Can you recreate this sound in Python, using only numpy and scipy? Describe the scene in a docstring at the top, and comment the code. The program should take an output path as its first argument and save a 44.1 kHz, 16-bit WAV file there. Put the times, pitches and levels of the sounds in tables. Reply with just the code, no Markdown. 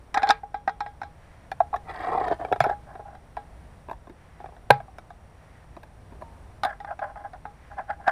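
"""A steel flange clinks onto an angle grinder's spindle, heard from close by; the tool lies on a bench.
A cutting disc scrapes in under the guard and snaps onto its seat; a nut is picked up and turned on.
Blows are noisy force pulses through short resonances, most with a ringing sheet-steel guard; rubs are
dense random slips through resonances. Rattle, cloth, a short room tail, air, hum and whine are added.
"""
import sys
import numpy as np
from scipy import signal
from scipy.fft import rfft, irfft, next_fast_len
from scipy.io import wavfile
from scipy.ndimage import map_coordinates

SR = 44100
rng = np.random.default_rng(int(sys.argv[2]) if len(sys.argv) > 2 else 0)


def master(y):
    """Save y as 16-bit WAV."""
    cut = np.clip(np.atleast_2d(y).T, -1, 1)
    pcm = np.round(cut * 32767)  # scale
    wavfile.write(sys.argv[1], SR, pcm.astype(np.int16))


N = 357651
RING_TIME_S = np.arange(SR // 2) / SR


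def amp(db):
    """Decibels to gain."""
    return 10 ** (np.asarray(db) / 20)


def unit(x):
    """Scale to rms 1."""
    return x / np.sqrt(np.mean(x ** 2) + 1e-20)


def along(points, hz):
    """Interpolate (f/Hz, value) points on a log axis."""
    f, v = np.transpose(points)
    return np.interp(np.log(hz + 1), np.log(f + 1), v)


def filtered(x, response):
    """Apply a complex response of frequency to x."""
    size = next_fast_len(len(x) + SR // 4)
    spectrum = rfft(x, size)
    return irfft(spectrum * response(np.fft.rfftfreq(size, 1 / SR)), size)[:len(x)]


def shaped_noise(curve):
    """White noise shaped by (f/Hz, level/dB) points, at rms 1."""
    return unit(filtered(rng.standard_normal(N), lambda hz: amp(along(curve, hz))))


def band(x, lo_hz, hi_hz):
    """Causal band-pass."""
    return signal.sosfilt(signal.butter(3, [lo_hz, hi_hz], "band", fs=SR, output="sos"), x)


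def wobble(rate_hz):
    """Smooth random curve with rate_hz knots a second."""
    knots = rng.standard_normal(int(N * rate_hz / SR) + 4)
    return map_coordinates(knots, [np.arange(N) * rate_hz / SR])


def add(track, s, sound):
    """Mix a sound into the track at time s."""
    part = track[round(s * SR):][:len(sound)]
    part += sound[:len(part)]


# flange and nut against spindle: t/s, level/dB, hardness/dB, guard ring/dB re level
STEEL_HITS = [(0.143, -18.5, 14, -2), (0.171, -12.5, -16, -5), (0.175, -16, 9, -8), (0.22, -23, 6, -1),
              (0.231, -12.5, 7.5, -6), (0.271, -22.5, 9, 4.5), (0.29, -19.5, 24.5, 3),
              (0.298, -10, -6, -31), (0.305, -9, 18, -11.5), (0.432, -33, -59, 2.5), (0.543, -24.5, -1, -3),
              (0.676, -13.5, -3.5, -11.5), (0.693, -22, 2, -11.5), (0.805, -20.5, 8, -6),
              (0.862, -30, 2, -2), (1.016, -24, 0.5, -23), (1.032, -27, 3, -3.5), (6.634, -18, 15, -21),
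              (6.649, -16, 12, -9), (6.657, -26, -11, -11), (6.802, -35, 8.5, -2.5),
              (6.846, -28, -1.5, -32), (6.907, -28.5, -23, -23), (6.991, -29.5, 2, -8),
              (7.025, -29.5, -16, -13), (7.157, -32, -20, -18), (7.333, -35, 2, -29),
              (7.453, -25.5, -19, -4), (7.791, -23.5, -34, -18), (7.901, -25.5, -4, -25),
              (8.078, -10, 1, -26)]
# flange/nut and spindle resonances: f/Hz, width/Hz, level/dB
STEEL = [(272, 98, -19.5), (462, 28, -26), (700, 82, -3.5), (806.3, 49, 5.5), (1077, 124, -16.5),
         (1294, 46, -4.5), (1567, 82, -3), (1890, 85, -8), (2275, 326, -18.5), (3640, 355, -17),
         (4120, 236, -16.5), (5050, 170, -20), (5670, 430, -28), (7370, 460, -35), (9500, 560, -40),
         (13000, 1300, -70)]
# sheet-steel guard modes: f/Hz, level/dB, t60/s
GUARD = [(447, -19, .2), (765, -4, .07), (822, 0, .16), (1141, -23, .16), (1319, -21, .18),
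         (1622, -14, .15), (1930, -28, .1), (2062, -29, .16), (2234, -27, .13), (2396, -28, .13),
         (2961, -36, .16), (3300, -34, .27), (3600, -30, .15), (3770, -32, .12), (3970, -30, .11),
         (4100, -33, .13), (4500, -36, .12), (5060, -36, .14), (6950, -46, .14)]
# nut pings on the spindle tip: t/s, level/dB
PINGS = [(6.634, -41), (6.648, -38.5)]
# spindle tip modes: f/Hz, level/dB, t60/s
TIP = [(9300, 7.5, 0.017), (13100, -10, 0.051)]
SEATED_S, LOADED_RATIO = 4.7, .96  # with the disc seated, the heavier spindle rings lower


def flange_and_nut():
    """Steel on steel: bright clinks that ring the guard."""
    out = np.zeros(N)
    for s, db, hard_db, guard_db in STEEL_HITS:
        loaded = s > SEATED_S
        body = [(hz * LOADED_RATIO ** loaded, width, gain) for hz, width, gain in STEEL]
        levels = registers(thud_db=-20.5, clink_db=-6.5, tick_db=-21.5, hard_db=hard_db, clink_share=0.12)
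        blow = contact(body, levels, chatter=0.25, chatter_t60_s=0.031, crack_db=-60.5, detune=0.029)
        add(out, s, amp(db) * blow)
        bright_db = min(.35 * hard_db - 2.5, -.5)
        add(out, s, amp(db + guard_db) * ring(GUARD, scatter_db=2.2, bright_db=bright_db))
    for s, db in PINGS:
        add(out, s, amp(db) * ring(TIP, scatter_db=1))
    return out


# disc against guard, spindle, fingers: t/s, level/dB, thud/dB re clank, hardness/dB, guard ring/dB re level
DISC_HITS = [(1.516, -22.5, -18, 9.5, -42), (1.603, -6, -52, -16.5, -20), (1.728, -27.5, -19, -11, 2),
             (1.74, -15, -33, -9, -13), (1.761, -26.5, -12.5, 8.5, -16), (2.211, -19.5, -7, -15, -17),
             (2.282, -29.5, 0, 11, -18), (2.312, -23, 1, 0, -8), (2.324, -24, -3.5, -6, -17),
             (2.411, -26.5, -37, -5, -15), (2.449, -21.5, -9, 1, -31), (2.515, -19, -4, -21, -22),
             (2.525, -12.5, -7, 3, -15.5), (2.56, -25.5, -10, 1, -16), (2.604, -10, -18.5, 11.5, -16.5),
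             (2.64, -17, -16, 8.5, -7), (2.664, -19.5, -1.5, -3.5, -10), (2.695, -20.5, -12, -2.5, -7.5),
             (2.708, -26.5, -5, -29, 5), (2.953, -32.5, -8, -1, -28), (2.995, -32.5, -7.5, -18, -0.5),
             (3.151, -43, -13, 12.5, 0), (3.368, -23, -35, -0.5, -3.5), (4.402, -36.5, -7, 1, -3.5),
             (4.442, -30, -12.5, -12, -20), (4.458, -37, -12, 5, -20), (4.488, -41.5, -10, -9, -20),
             (4.522, -42.5, -9, -10, -7), (4.565, -46, -12, 12.5, -20), (4.802, -28, -38, -4, -26),
             (4.88, -41.5, -19, -17.5, -17), (4.984, -34, -14, 12.5, -25), (5.104, -36, -35, 5, -14)]
# disc resonances: f/Hz, width/Hz, level/dB
DISC = [(115.6, 5.4, -10.5), (273, 47, -21), (400.8, 73, -11.5), (723, 125, 4.5), (778.5, 76.4, 8),
        (1040, 94, -12.5), (1320, 110, -10.5), (1620, 97, -9), (1935, 92, -18), (2303, 64, -20),
        (3600, 200, -16.5), (3970, 73, -14), (5350, 570, -29), (7020, 310, -33), (9850, 1600, -43.5),
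        (12000, 970, -58.5)]
# disc resonances shift, sinking overall, as it slides in: t/s, frequency ratio
SINK = [(1.862, 1.05), (1.98, 0.98), (2.098, 0.99), (2.169, 1.034), (2.3, .93), (2.5, 0.92)]
KNOCK_SINK_SHARE = .35  # exponent on that ratio for the knocks
# disc snaps onto its seat under both thumbs: t/s, level/dB, hardness/dB, guard ring/dB re level
SNAP = [(4.703, -2.5, -10.5, -13.5), (4.7054, -5, 14, -7)]
# pressed hard, the disc is damped: f/Hz, width/Hz, level/dB
PRESSED = [(130.4, 50, -17), (400, 110, -5), (563, 160, -3), (700, 130, 1), (876, 210, -3.5),
           (960, 121, -2.5), (1530, 122, -0.5), (2003, 410, -11), (2400, 51, -2.5), (3800, 500, -15),
           (4200, 370, -12), (5154, 200, -27), (6900, 480, -36), (10200, 830, -30), (11870, 900, -40.5)]
# disc edge catches the guard's lip: t/s, level/dB
CATCHES = [(2.323, -53), (2.605, -29)]
# lip modes: f/Hz, level/dB, t60/s
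LIP = [(2150, -13, 0.23), (3360, 1.5, 0.048), (7100, -18, 0.11), (10650, -28, 0.12)]
# whole tool rocks on the bench: t/s, level/dB
JOLTS = [(2.607, -33), (4.704, -25.5)]
# rocking modes: f/Hz, level/dB, t60/s
ROCKING = [(110, -9.5, 0.34), (133, 8.5, 0.135), (137, 0.5, 0.249)]


def disc_knocks():
    """The resin disc knocks more drily, catches the guard's lip and rocks the tool as it seats."""
    out = np.zeros(N)
    for s, db, thud_db, hard_db, guard_db in DISC_HITS:
        ratio = np.interp(s, *np.transpose(SINK)) ** KNOCK_SINK_SHARE
        body = [(hz * ratio, width, gain) for hz, width, gain in DISC]
        levels = registers(thud_db, clink_db=-10.0, tick_db=-24.5, hard_db=hard_db, clink_share=0.68)
        blow = contact(body, levels, chatter=0.16, chatter_t60_s=0.036, crack_db=-46.0, detune=0.037)
        add(out, s, amp(db) * blow)
        bright_db = min(.5 * hard_db - 5, -3)
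        add(out, s, amp(db + guard_db) * ring(GUARD, scatter_db=1.5, bright_db=bright_db))
    for s, db, hard_db, guard_db in SNAP:
        levels = registers(thud_db=-11.5, clink_db=-7.0, tick_db=-20.0, hard_db=hard_db, clink_share=0.68)
        blow = contact(PRESSED, levels, chatter=0.46, chatter_t60_s=0.017, crack_db=-45.5, detune=0.03)
        add(out, s, amp(db) * blow)
        add(out, s, amp(db + guard_db) * ring(GUARD, scatter_db=1, bright_db=-9))
    for s, db in CATCHES:
        add(out, s, amp(db) * ring(LIP, scatter_db=1))
    for s, db in JOLTS:
        add(out, s, amp(db) * ring(ROCKING, scatter_db=1))
    return out


def ring(modes, scatter_db, bright_db=0):
    """Decaying modes, at new strengths for each blow; bright_db tilts those above 900 Hz."""
    hz, db, t60_s = np.transpose(modes)[:, :, None]
    tilt_db = bright_db * np.clip(np.log2(hz / 900), 0, 1)
    db = db + scatter_db * rng.standard_normal(hz.shape) + tilt_db
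    cycles = hz * RING_TIME_S + rng.random(hz.shape)
    swell = 1 - np.exp(-RING_TIME_S / 0.0019)
    return swell * np.sum(amp(db - 60 * RING_TIME_S / t60_s) * np.sin(2 * np.pi * cycles), axis=0)


def registers(thud_db, clink_db, tick_db, hard_db, clink_share):
    """Thud, clank, clink, tick levels: hardness raises the tick, and the clink by a share of that."""
    return [thud_db, 0, clink_db + clink_share * hard_db, tick_db + hard_db]


# thud, clank, clink, tick: from f/Hz, to f/Hz
REGISTERS = [(60, 490), (660, 1150), (1350, 2600), (3100, 15000)]


def contact(body, levels_db, chatter, chatter_t60_s, crack_db, detune, size=8192):
    """One blow and its micro-bounces through the body, each register weighted to its level."""
    t, hz = RING_TIME_S[:size], np.fft.rfftfreq(size, 1 / SR)
    bounces = rfft(chatter * rng.standard_normal(size) * amp(-60 * t / chatter_t60_s))
    force = 1 + bounces * 1j * hz / (1j * hz + 2000)  # small, hard bounces carry little bass
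    # the grip moves the resonances
    gripped = [(c * np.exp(detune * rng.standard_normal()), w, db) for c, w, db in body]
    blow = force * resonant(hz, gripped, crack_db)
    weights = []
    for (lo, hi), db in zip(REGISTERS, levels_db):
        peak_db = 20 * np.log10(np.abs(irfft(blow * ((hz > lo) & (hz < hi)))).max())
        weights += [(lo, db - peak_db), (hi, db - peak_db)]
    sound = irfft(blow * causal(amp(along(weights, hz))))
    return sound * np.cos(np.pi / 2 * t / t[-1]) ** 2


def resonant(hz, modes, leak_db):
    """Causal response of (f/Hz, width/Hz, level/dB) resonances of alternating sign over a flat leak."""
    response = amp(leak_db)
    for k, (c, w, db) in enumerate(modes):
        response = response + (-1) ** k * amp(db) * 1j * hz * w / (c * c - hz * hz + 1j * hz * w)
    return response


def causal(gain):
    """Minimum-phase response with this gain, by folding the cepstrum."""
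    cepstrum = irfft(np.log(gain + 1e-9))
    half = len(cepstrum) // 2
    cepstrum[1:half] *= 2
    cepstrum[half + 1:] = 0
    return np.exp(rfft(cepstrum))


# disc face under the guard: t/s, body level/dB, grit level/dB, before SLIDE_GAIN_DB
DISC_SLIDE = [(1.84, -75, -77), (1.86, -50, -59), (1.91, -35, -34), (1.924, -39, -44),
              (2.018, -33.5, -36.5), (2.162, -23, -41), (2.254, -29, -37), (2.262, -27.5, -49),
              (2.284, -29.5, -29), (2.294, -33.5, -45.5), (2.328, -25, -37), (2.37, -60, -61)]
# pushes bringing it over the spindle: t/s, hold/s, level/dB before SLIDE_GAIN_DB, grit/dB re level
NUDGES = [(2.402, 0.085, -33.5, -11.5), (2.485, .03, -39, -13.5)]
# sliding disc resonances: f/Hz, width/Hz, level/dB
DISC_RUB = [(115, 38, -18), (342, 36, -6), (451, 36, -5), (739, 48, 7), (910, 52, -7.5), (1028, 28, -2),
            (1326, 36, -13.5), (1550, 29, -23), (1932, 73, -11), (2150, 45, -21), (2400, 97, -27),
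            (3280, 70, -26), (4020, 150, -34), (4400, 74, -33), (5200, 100, -35), (7200, 170, -43),
            (8600, 250, -38), (12000, 2000, -55)]
# flange, disc bore, then nut on spindle: t/s, hold/s, level/dB before GRIND_GAIN_DB, grit/dB re level
TURNS = [(0.163, .01, -30.5, -1), (0.195, .025, -41, 6), (0.245, 0.05, -38, -2), (2.65, .008, -29, -28),
         (2.698, 0.0029, -26.5, -5.5), (2.878, 0.11, -41.5, -8.5), (2.996, 0.005, -42, -14),
         (3.06, 0.1, -43.5, -10.5), (6.665, 0.07, -36, 0), (6.88, 0.015, -39, -2),
         (6.91, 0.0027, -31.5, -12.5), (7.028, 0.017, -28.5, -7.5), (7.06, 0.052, -39.5, -8.5),
         (7.165, 0.054, -43, -6.5), (7.252, 0.0034, -38, -5.5), (7.345, 0.022, -44, -10),
         (7.716, 0.01, -42, -7.5), (7.783, 0.026, -34, -6), (7.9, 0.0069, -27, -4.5),
         (8.003, 0.0027, -45.5, -7), (8.03, .03, -48, -3.5), (8.074, 0.025, -28, -1.5)]
# rubbed spindle resonances: f/Hz, width/Hz, level/dB
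SPINDLE_RUB = [(611, 41, -6), (731, 111, -7.5), (818, 10.4, 6), (1032, 48, -12.5), (1370, 180, -15),
               (1615, 204, -3.5), (1693, 245, -6.5), (2032, 58, -18), (3430, 100, -42), (5030, 1800, -48)]
SLIDE_GAIN_DB, GRIND_GAIN_DB = -0.6, 3
SLIDE_SAND_DB, GRIND_SAND_DB = -8.5, -3  # fine grains over the rasp


def scrapes():
    """The abrasive disc slides under the guard; flange, bore and nut grind round on the spindle."""
    t = np.arange(N) / SR
    s, *levels_db = np.transpose(DISC_SLIDE)
    push_db = np.array([np.interp(t, s, db) for db in levels_db])
    push = amp(push_db) * (t > s[0]) * (t < s[-1]) + strokes(NUDGES)
    sink = np.interp(t, *np.transpose(SINK))
    slide = friction(push, DISC_RUB, leak_db=-85, judder_db=1.6, grit_db=4,
                     sand_db=SLIDE_SAND_DB, ratio=sink)
    grind = friction(strokes(TURNS), SPINDLE_RUB, leak_db=-85, judder_db=2.8, grit_db=1.5,
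                     sand_db=GRIND_SAND_DB, ratio=np.ones(N))
    return amp(SLIDE_GAIN_DB) * slide + amp(GRIND_GAIN_DB) * grind


BITE_DB_PER_S, SAG_DB_PER_S, RELEASE_DB_PER_S = 1298, 129, 621


def strokes(rows):
    """Gains of body and grit for short rubs: fast bite, sagging hold, release."""
    t, gains = np.arange(N) / SR, np.zeros((2, N))
    for s, hold_s, db, grit_db in rows:
        age_s = t - s
        fall_db = BITE_DB_PER_S * np.maximum(-age_s, 0)
        fall_db += SAG_DB_PER_S * np.clip(age_s, 0, hold_s)
        fall_db += RELEASE_DB_PER_S * np.maximum(age_s - hold_s, 0)
        gains = np.maximum(gains, amp([[db], [db + grit_db]]) * amp(-np.minimum(fall_db, 200)))
    return gains


# coarse to fine abrasive: from f/Hz, to f/Hz, level/dB re the rub in that band
GRAINS = [(2700, 5100, 5), (4600, 7000, -2.5), (6270, 9000, -2), (9000, 12000, -4.5)]


def friction(gains, body_modes, leak_db, judder_db, grit_db, sand_db, ratio):
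    """Dense irregular slips ring the rubbed parts, shifted by ratio; each grain size catches on its own."""
    slips = (rng.random(N) < 1200 / SR) * rng.standard_normal(N)  # 1200 a second on average
    force = (unit(slips) + 0.7 * rng.standard_normal(N)) * amp(judder_db * wobble(130))
    rub = filtered(force, lambda hz: resonant(hz, body_modes, leak_db))
    moved = map_coordinates(rub, [np.cumsum(ratio)], mode="wrap")  # variable-speed read
    body, rasp = band(moved, 60, 1250), band(moved, 1250, 2800)
    sand = np.zeros(N)
    for lo, hi, db in GRAINS:
        sand += amp(db) * band(moved, lo, hi) * unit(amp(grit_db * wobble(160)))
    return gains[0] * unit(body) + gains[1] * unit(rasp + amp(sand_db) * sand)


# loose guard rattles after three hard blows: t/s, level/dB
RATTLES = [(0.306, -35), (2.606, -34.5), (4.705, -33)]
# rattle spectrum: f/Hz, level/dB
RATTLE = [(300, -19), (900, 1), (1600, -0.5), (2400, 0.5), (2900, -13.5), (3700, -10), (4600, -12.5),
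          (6000, -28.5), (15000, -44)]
RATTLE_T60_S = .17


def rattle():
    """Dense, quickly dying chatter of the guard on its collar: flickering shaped noise."""
    t = np.arange(N) / SR
    fading = sum(amp(db - 60 * np.clip(t - s, 0, 1) / RATTLE_T60_S) * (t > s) for s, db in RATTLES)
    return fading * amp(1.77 * wobble(150)) * shaped_noise(RATTLE)


# fingers and nut on the bench: t/s, level/dB, thud/dB re clank, hardness/dB
BENCH_HITS = [(3.884, -33.5, -6, -5), (3.896, -31, -16, -0.5), (3.912, -24, -14, -7),
              (3.929, -37.5, -21, 1), (4.07, -42, -2, 0), (4.096, -45, 7.5, 7), (5.766, -36.5, -2.5, 1.5),
              (5.832, -44, -17, 14), (6.121, -45.5, 2.5, -3), (6.149, -51, 4, 1), (6.212, -38, -7, -5),
              (6.22, -31.5, -14, -6)]
# bench resonances: f/Hz, width/Hz, level/dB
BENCH = [(254, 110, -4), (361, 37, 6), (534, 130, -4.5), (675, 87, 6), (966, 77, 2), (1700, 180, -1.5),
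         (2080, 150, -26), (3730, 190, 9.5)]
# lifted nut rings freely: t/s, level/dB
LIFT = [(6.212, -56)]
# nut modes: f/Hz, level/dB, t60/s
NUT = [(915, 7.5, 0.47), (6700, -15, 0.24), (11000, -9, 0.12)]


def bench():
    """Dull taps as the hand gropes for the nut, and a faint ring as it comes free."""
    out = np.zeros(N)
    for s, db, thud_db, hard_db in BENCH_HITS:
        levels = registers(thud_db, clink_db=-8.5, tick_db=-19, hard_db=hard_db, clink_share=0.71)
        blow = contact(BENCH, levels, chatter=0.65, chatter_t60_s=0.034, crack_db=-16, detune=0.056)
        add(out, s, amp(db) * blow)
    for s, db in LIFT:
        add(out, s, amp(db) * ring(NUT, scatter_db=1))
    return out


# hands and sleeves brushing past: middle t/s, length/s, level/dB
SWISHES = [(1.329, .4, -61.5), (3.636, .35, -67.5), (4.326, .4, -61.5), (5.528, .5, -62.5),
           (7.7, .35, -59.5)]
# cloth spectrum: f/Hz, level/dB
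CLOTH = [(200, -22), (700, -4), (1400, -1.5), (1900, 1.5), (3000, -13), (6000, -22.5), (15000, -36.5)]


def sleeves():
    """Cloth and skin swish softly: shaped noise swelling and fading with each reach of the hand."""
    t = np.arange(N) / SR
    swell = sum(amp(db) * np.exp(-(2 * (t - s) / length_s) ** 2) for s, length_s, db in SWISHES)
    return swell * amp(1.4 * wobble(25)) * shaped_noise(CLOTH)


# room decay: f/Hz, t60/s
ROOM = [(150, 0.12), (1000, 0.22), (4000, 0.052), (12000, 0.03)]


def room(x):
    """A cluttered room gives a short, dull tail: decaying noise, 5 ms late."""
    hz, t, z = signal.stft(rng.standard_normal(SR // 2), SR, nperseg=256)
    decay = amp(-60 * t / along(ROOM, hz)[:, None])
    tail = signal.istft(z * decay, SR, nperseg=256)[1]
    return signal.fftconvolve(x, np.pad(tail, (SR // 200, 0)) / np.linalg.norm(tail))[:N]


# air and hiss spectrum: f/Hz, level/dB
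AIR = [(20, -12), (58, -1), (90, -6), (160, -14.5), (230, -17.5), (380, -23), (720, -19), (1200, -27),
       (1900, -31.5), (3000, -39.5), (7000, -49), (9600, -42.5), (11300, -56), (15000, -53.5)]
# faint tones of drifting phase: f/Hz, rms level/dB
HUM = [(52, -60), (158, -64.5)]


def background():
    """Quiet workshop air, hiss, a faint hum and a thin whine pulsing at 30 Hz."""
    t = np.arange(N) / SR
    air = amp(-49.5 + 1.2 * wobble(2.2)) * shaped_noise(AIR)
    hum = sum(amp(db) * unit(np.sin(2 * np.pi * hz * t + 2.2 * wobble(1))) for hz, db in HUM)
    pulse = 1 + np.sin(2 * np.pi * 30 * t)
    whine = amp(-82.5) * unit(np.sin(2 * np.pi * 5690 * t + .7 * wobble(120)) * pulse)
    return air + hum + whine


def scene():
    """All the handling, close up, in the quiet workshop."""
    handling = flange_and_nut() + disc_knocks() + scrapes() + rattle() + bench() + sleeves()
    return (handling + amp(-28.5) * room(handling) + background())[None]


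TOP_HZ = 15200


def record(dry):
    """Soft saturation near full scale, then a steep low-pass at TOP_HZ."""
    squeezed = dry[0] / (1 + np.abs(dry[0]) ** 6) ** (1 / 6)
    return filtered(squeezed, lambda hz: 1 / (1 + (hz / TOP_HZ) ** 120))[None]


dry = scene()
out = record(dry)
master(out)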